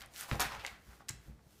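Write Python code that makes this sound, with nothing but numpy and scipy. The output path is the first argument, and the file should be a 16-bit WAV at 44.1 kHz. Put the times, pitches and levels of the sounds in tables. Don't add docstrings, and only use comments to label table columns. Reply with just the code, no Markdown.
import sys
import numpy as np
from scipy import signal
from scipy.fft import rfft, irfft
from scipy.io import wavfile

SR = 44100
rng = np.random.default_rng(int(sys.argv[2]) if len(sys.argv) > 2 else 0)


def generate_wav(sig):
    pcm = np.round(np.clip(np.atleast_2d(sig).T, -1, 1) * 32767).astype(np.int16)
    wavfile.write(sys.argv[1], SR, pcm)


N = 70560
T = np.arange(N) / SR
BIN_HZ = np.arange(N // 2 + 1) * SR / N

# start in seconds, crack in dB, air clap in dB.
SHEET_LANDINGS = [(0.3966, -26.5, -22), (0.4016, -31, -31), (0.4031, -29.5, -21.5), (0.405, -38.5, -41),
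                  (0.4104, -26.5, -37), (.4130, -28.5, -41), (0.4172, -26.5, -35.5), (.4240, -28, -47)]


def from_db(db):
    return 10 ** (np.asarray(db) / 20)


def rms_one(x):
    return x / np.sqrt(np.mean(x ** 2) + 1e-20)


def at_hz(points, hz):
    f, value = np.transpose(points)
    return np.interp(np.log(hz + 1e-3), np.log(f), value)


def colour(x, spectrum):
    return rms_one(irfft(rfft(x) * from_db(at_hz(spectrum, BIN_HZ)), N))


def add(out, start, x):
    i = max(int(start * SR), 0)
    out[i:i + len(x)] += x[:N - i]


def ring(hz, t60):
    return np.sin(2 * np.pi * hz * T) * from_db(-60 * T / t60)


def resonate(x, hz, width_hz):
    w = 2 * np.pi * min(hz, SR / 2 - 1) / SR
    a = np.sin(w) * abs(width_hz) / (2 * hz)
    return signal.lfilter([a, 0, -a], [1 + a, -2 * np.cos(w), 1 - a], x + 1e-18)


def stroke(crest, rise, fall):
    return np.exp(-((T - crest) / np.where(T < crest, rise, fall)) ** 2)


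def fibre_grains(per_second=14000, spread_db=3.5):
    sizes = from_db(spread_db * np.minimum(rng.exponential(1, N), 5))
    signs = rng.choice([-1, 1], N)
    return sizes * signs * (rng.random(N) < per_second / SR)


def crease_snaps(crumble_db=-17, crumble_s=0.0016):
    # start in seconds, click peak in dB, centre in Hz, width as a share of the centre.
    snaps = [(.0082, -36, 3430, 2), (0.018, -34, 2310, 1.66), (0.0232, -37, 4860, 5),
             (0.0606, -43.5, 9600, 0.56), (0.138, -42, 5870, 0.88), (0.1617, -33, 4000, 0.82),
             (.2100, -28.5, 9900, 0.4), (0.3138, -32, 3860, 0.42), (0.355, -37, 5570, 1.1),
             (0.4052, -16, 9300, 0.87), (0.522, -38, 3200, 1.1), (0.5505, -36, 2850, 0.76),
             (0.649, -26, 2080, 0.33), (0.648, -41, 5500, 1.2), (0.6646, -24, 4500, 1.02),
             (1.0858, -31, 4120, 1.06), (1.091, -22.5, 5790, 0.73), (1.0902, -30, 2080, 0.76),
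             (1.0927, -27.5, 5970, 3.1), (1.0944, -24.5, 7100, 0.41), (1.1085, -34, 6040, 1.1),
             (1.508, -52, 4010, 2.9)]
    out, t = np.zeros(N), T[:SR // 20]
    for start, db, hz, width in snaps:
        fibres = from_db(crumble_db) * rng.standard_normal(len(t)) * np.exp(-t / crumble_s) * (t > 1 / hz)
        click, crumble = (resonate(resonate(push, hz, hz * width), hz, hz * width * 2)
                          for push in (1.0 * (t == 0), fibres))
        add(out, start, from_db(db) * (click + crumble) / np.abs(click).max())
    return out


def sheet_slap(rise_s=0.00035, decay_s=0.0028, clap_hz=945):
    # frequency in Hz, level in dB.
    crack_spectrum = [(300, -6), (550, -15), (850, 2.5), (2000, 1.5), (4000, 2.5), (6500, 0.5),
                      (11000, -6.5), (15500, -7.5)]
    envelope = np.exp(-T / decay_s) * (1 - np.exp(-T / rise_s))
    out = np.zeros(N)
    for start, crack_db, clap_db in SHEET_LANDINGS:
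        crack = colour(rng.standard_normal(N), crack_spectrum) * envelope
        clap = ring(clap_hz * rng.uniform(.85, 1.2), t60=0.0039)
        add(out, start, from_db(crack_db) * crack + from_db(clap_db) * clap)
    return out


def sheet_ring(build_s=0.0068):
    # frequency in Hz, level in dB, seconds to fall 60 dB.
    sheet_modes = [(401.3, -40.5, 0.17), (728.3, -28, 0.11), (952, -31.5, 0.16), (1070, -37.5, 0.13),
                   (1217, -31, 0.15), (1464, -41, 0.26), (1537, -43, 0.2), (1720, -37, 0.18),
                   (1880, -39, 0.25), (2340, -35.5, 0.17), (2480, -45, 0.34), (2776, -54, 0.15),
                   (3794, -44, 0.21)]
    out, touchdown = np.zeros(N), SHEET_LANDINGS[0][0]
    build_up = 1 - np.exp(-T / build_s)
    for hz, db, t60 in sheet_modes:
        add(out, touchdown + rng.uniform(0, .003), from_db(db) * ring(hz, t60) * build_up)
    return out


def paper_swishes():
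    # crest time, rise and fall in seconds, rms at the crest in dB.
    swishes = [(0.017, 0.1, 0.0055, -59.5), (.213, 0.058, 0.038, -45), (.295, 0.022, 0.097, -53.5),
               (0.416, 0.01, 0.055, -46.5), (.69, 0.07, 0.041, -62), (.93, 0.13, 0.083, -66),
               (1.09, 0.0045, 0.0034, -45), (1.26, 0.067, 0.067, -69), (1.59, 0.14, 0.065, -67.5)]
    # frequency in Hz, level in dB.
    swish_spectrum = [(300, -3), (800, -14), (1400, 10.5), (2800, 7), (6000, 7.5), (9500, 5), (15500, 4)]
    envelope = sum(from_db(db) * stroke(crest, rise, fall) for crest, rise, fall, db in swishes)
    return colour(fibre_grains(), swish_spectrum) * envelope


def tile_skids(crackles_per_s=300, crackle_db=-9.5, resonance_db=5):
    # crest time, rise and fall in seconds, rms at the crest in dB, resonance in Hz.
    skids = [(0.025, 0.02, 0.047, -54.5, 1820), (.11, 0.055, 0.17, -66.5, 720),
             (0.235, 0.035, 0.043, -51.5, 1380), (0.292, 0.006, 0.015, -45, 970),
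             (0.326, 0.019, 0.039, -44.5, 664), (0.436, 0.035, 0.049, -39.5, 1750),
             (0.522, 0.027, 0.06, -44, 1110), (0.599, 0.0098, 0.03, -50, 2930),
             (0.647, 0.017, 0.015, -48, 760), (0.675, 0.0074, 0.0088, -44.5, 2540),
             (0.734, 0.22, 0.063, -59, 1540), (0.927, 0.069, 0.045, -63, 1400),
             (1.008, 0.01, 0.021, -61.5, 1290), (1.102, 0.0093, 0.0064, -48.5, 2130),
             (1.27, 0.32, 0.1, -71.5, 1650)]
    # frequency in Hz, level in dB.
    skid_spectrum = [(150, 0), (280, -4), (480, -1), (700, 4), (2500, -0.5), (5000, -6), (9000, -15.5),
                     (15500, -20)]
    out = np.zeros(N)
    for crest, rise, fall, db, hz in skids:
        crackle = rms_one(rng.standard_normal(N) * (rng.random(N) < crackles_per_s / SR))
        rub = colour(rms_one(fibre_grains()) + from_db(crackle_db) * crackle, skid_spectrum)
        resonance = from_db(resonance_db) * resonate(rub, hz, hz * .5)
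        out += from_db(db) * stroke(crest, rise, fall) * rms_one(rub + resonance)
    return out


def floor_knocks(half_length_cycles=0.49, ring_db=-18.5, ring_pitch_ratio=0.78):
    # time in seconds, peak in dB, centre in Hz.
    knocks = [(.3140, -19.5, 1770), (.3472, -30.5, 800), (0.5508, -35.5, 1100), (.6435, -37.5, 1010),
              (1.007, -46, 1090), (1.393, -55, 1550)]
    out = np.zeros(N)
    for time, db, hz in knocks:
        cycles = T * hz - 1
        push = np.cos(2 * np.pi * cycles) * np.exp(-(cycles / half_length_cycles) ** 2)
        add(out, time - 1 / hz, from_db(db) * push)
        add(out, time, from_db(db + ring_db) * ring(hz * ring_pitch_ratio, t60=0.027))
    return out


def paw_thuds(pat_db=-6, pat_s=0.024, rise_s=0.0019, mode_spread_db=2.94):
    # start in seconds, level in dB.
    steps = [(.005, -56), (0.066, -57.5), (.3150, -27.5), (0.3455, -38.5), (0.401, -51), (0.453, -43),
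             (0.523, -51), (0.576, -48), (0.711, -50.5), (0.876, -51), (1.005, -52), (1.098, -41),
             (1.128, -47.5), (1.168, -50), (1.257, -48.5), (1.279, -46.5), (1.2934, -43), (1.369, -55),
             (1.461, -55), (1.521, -59.5)]
    # frequency in Hz, level in dB relative to the step, seconds to fall 60 dB.
    room_modes = [(58.5, -6.5, 0.35), (91, -14.5, 0.2), (106.4, -3.5, 0.068), (138.8, -8, 0.2),
                  (219.4, -15.5, 0.29), (320.4, -22.5, 0.29)]
    # frequency in Hz, level in dB.
    pad_spectrum = [(20, -8), (50, -0.5), (80, 6), (180, 0), (250, -10.5), (400, -13.5), (900, -35),
                    (4000, -66)]
    out = np.zeros(N)
    for start, db in steps:
        boom = sum(from_db(mode_db + rng.normal(0, mode_spread_db)) * (-1) ** k * ring(hz, t60)
                   for k, (hz, mode_db, t60) in enumerate(room_modes))
        pat = from_db(pat_db) * colour(rng.standard_normal(N), pad_spectrum) * np.exp(-T / pat_s)
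        add(out, start, from_db(db) * (boom + pat) * (1 - np.exp(-T / rise_s)))
    return out


def room_echoes(x, level_db=-9, first_echo_s=.006, early_db=6.5, early_s=0.048):
    # frequency in Hz, seconds to fall 60 dB.
    decay_times = [(200, 0.26), (1500, 0.53), (4000, 0.44), (8000, 0.32), (15000, 0.31)]
    # frequency in Hz, level in dB.
    echo_spectrum = [(100, 12), (500, 7.5), (1500, 4.5), (5000, 0.5), (9000, -2), (15000, -1)]
    edges_hz, tail = np.geomspace(200, 16000, 22), np.zeros(N)
    noise_bins = rfft(colour(rng.standard_normal(N), echo_spectrum))
    for low, high in zip(edges_hz, edges_hz[1:]):
        band = irfft(noise_bins * ((BIN_HZ >= low) & (BIN_HZ < high)), N)
        tail += band * from_db(-60 * T / at_hz(decay_times, np.sqrt(low * high)))
    tail *= (T > first_echo_s) * from_db(early_db * np.exp(-T / early_s))
    return from_db(level_db) * signal.fftconvolve(x, tail / np.sqrt(np.sum(tail ** 2)))[:N]


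def room_tone(rms_db=-66):
    # frequency in Hz, level in dB.
    rumble_spectrum = [(20, -19), (40, -6.5), (60, 8.5), (90, 1.5), (180, 0), (300, -4), (700, -9.5),
                       (2000, -23.5), (6000, -25.5), (15000, -32.5)]
    return from_db(rms_db) * colour(rng.standard_normal(N), rumble_spectrum)


def scene(slap_send_db=0.5, friction_send_db=-7):
    ticks = crease_snaps() + floor_knocks()
    slap = sheet_slap()
    friction = paper_swishes() + tile_skids()
    echoes = room_echoes(ticks + from_db(slap_send_db) * slap + from_db(friction_send_db) * friction)
    background = room_tone()
    return (ticks + slap + sheet_ring() + friction + echoes + paw_thuds() + background)[None]


def record(dry):
    return signal.sosfilt(signal.cheby2(14, 70, 16250, fs=SR, output="sos"), dry)


dry = scene()
out = record(dry)
generate_wav(out)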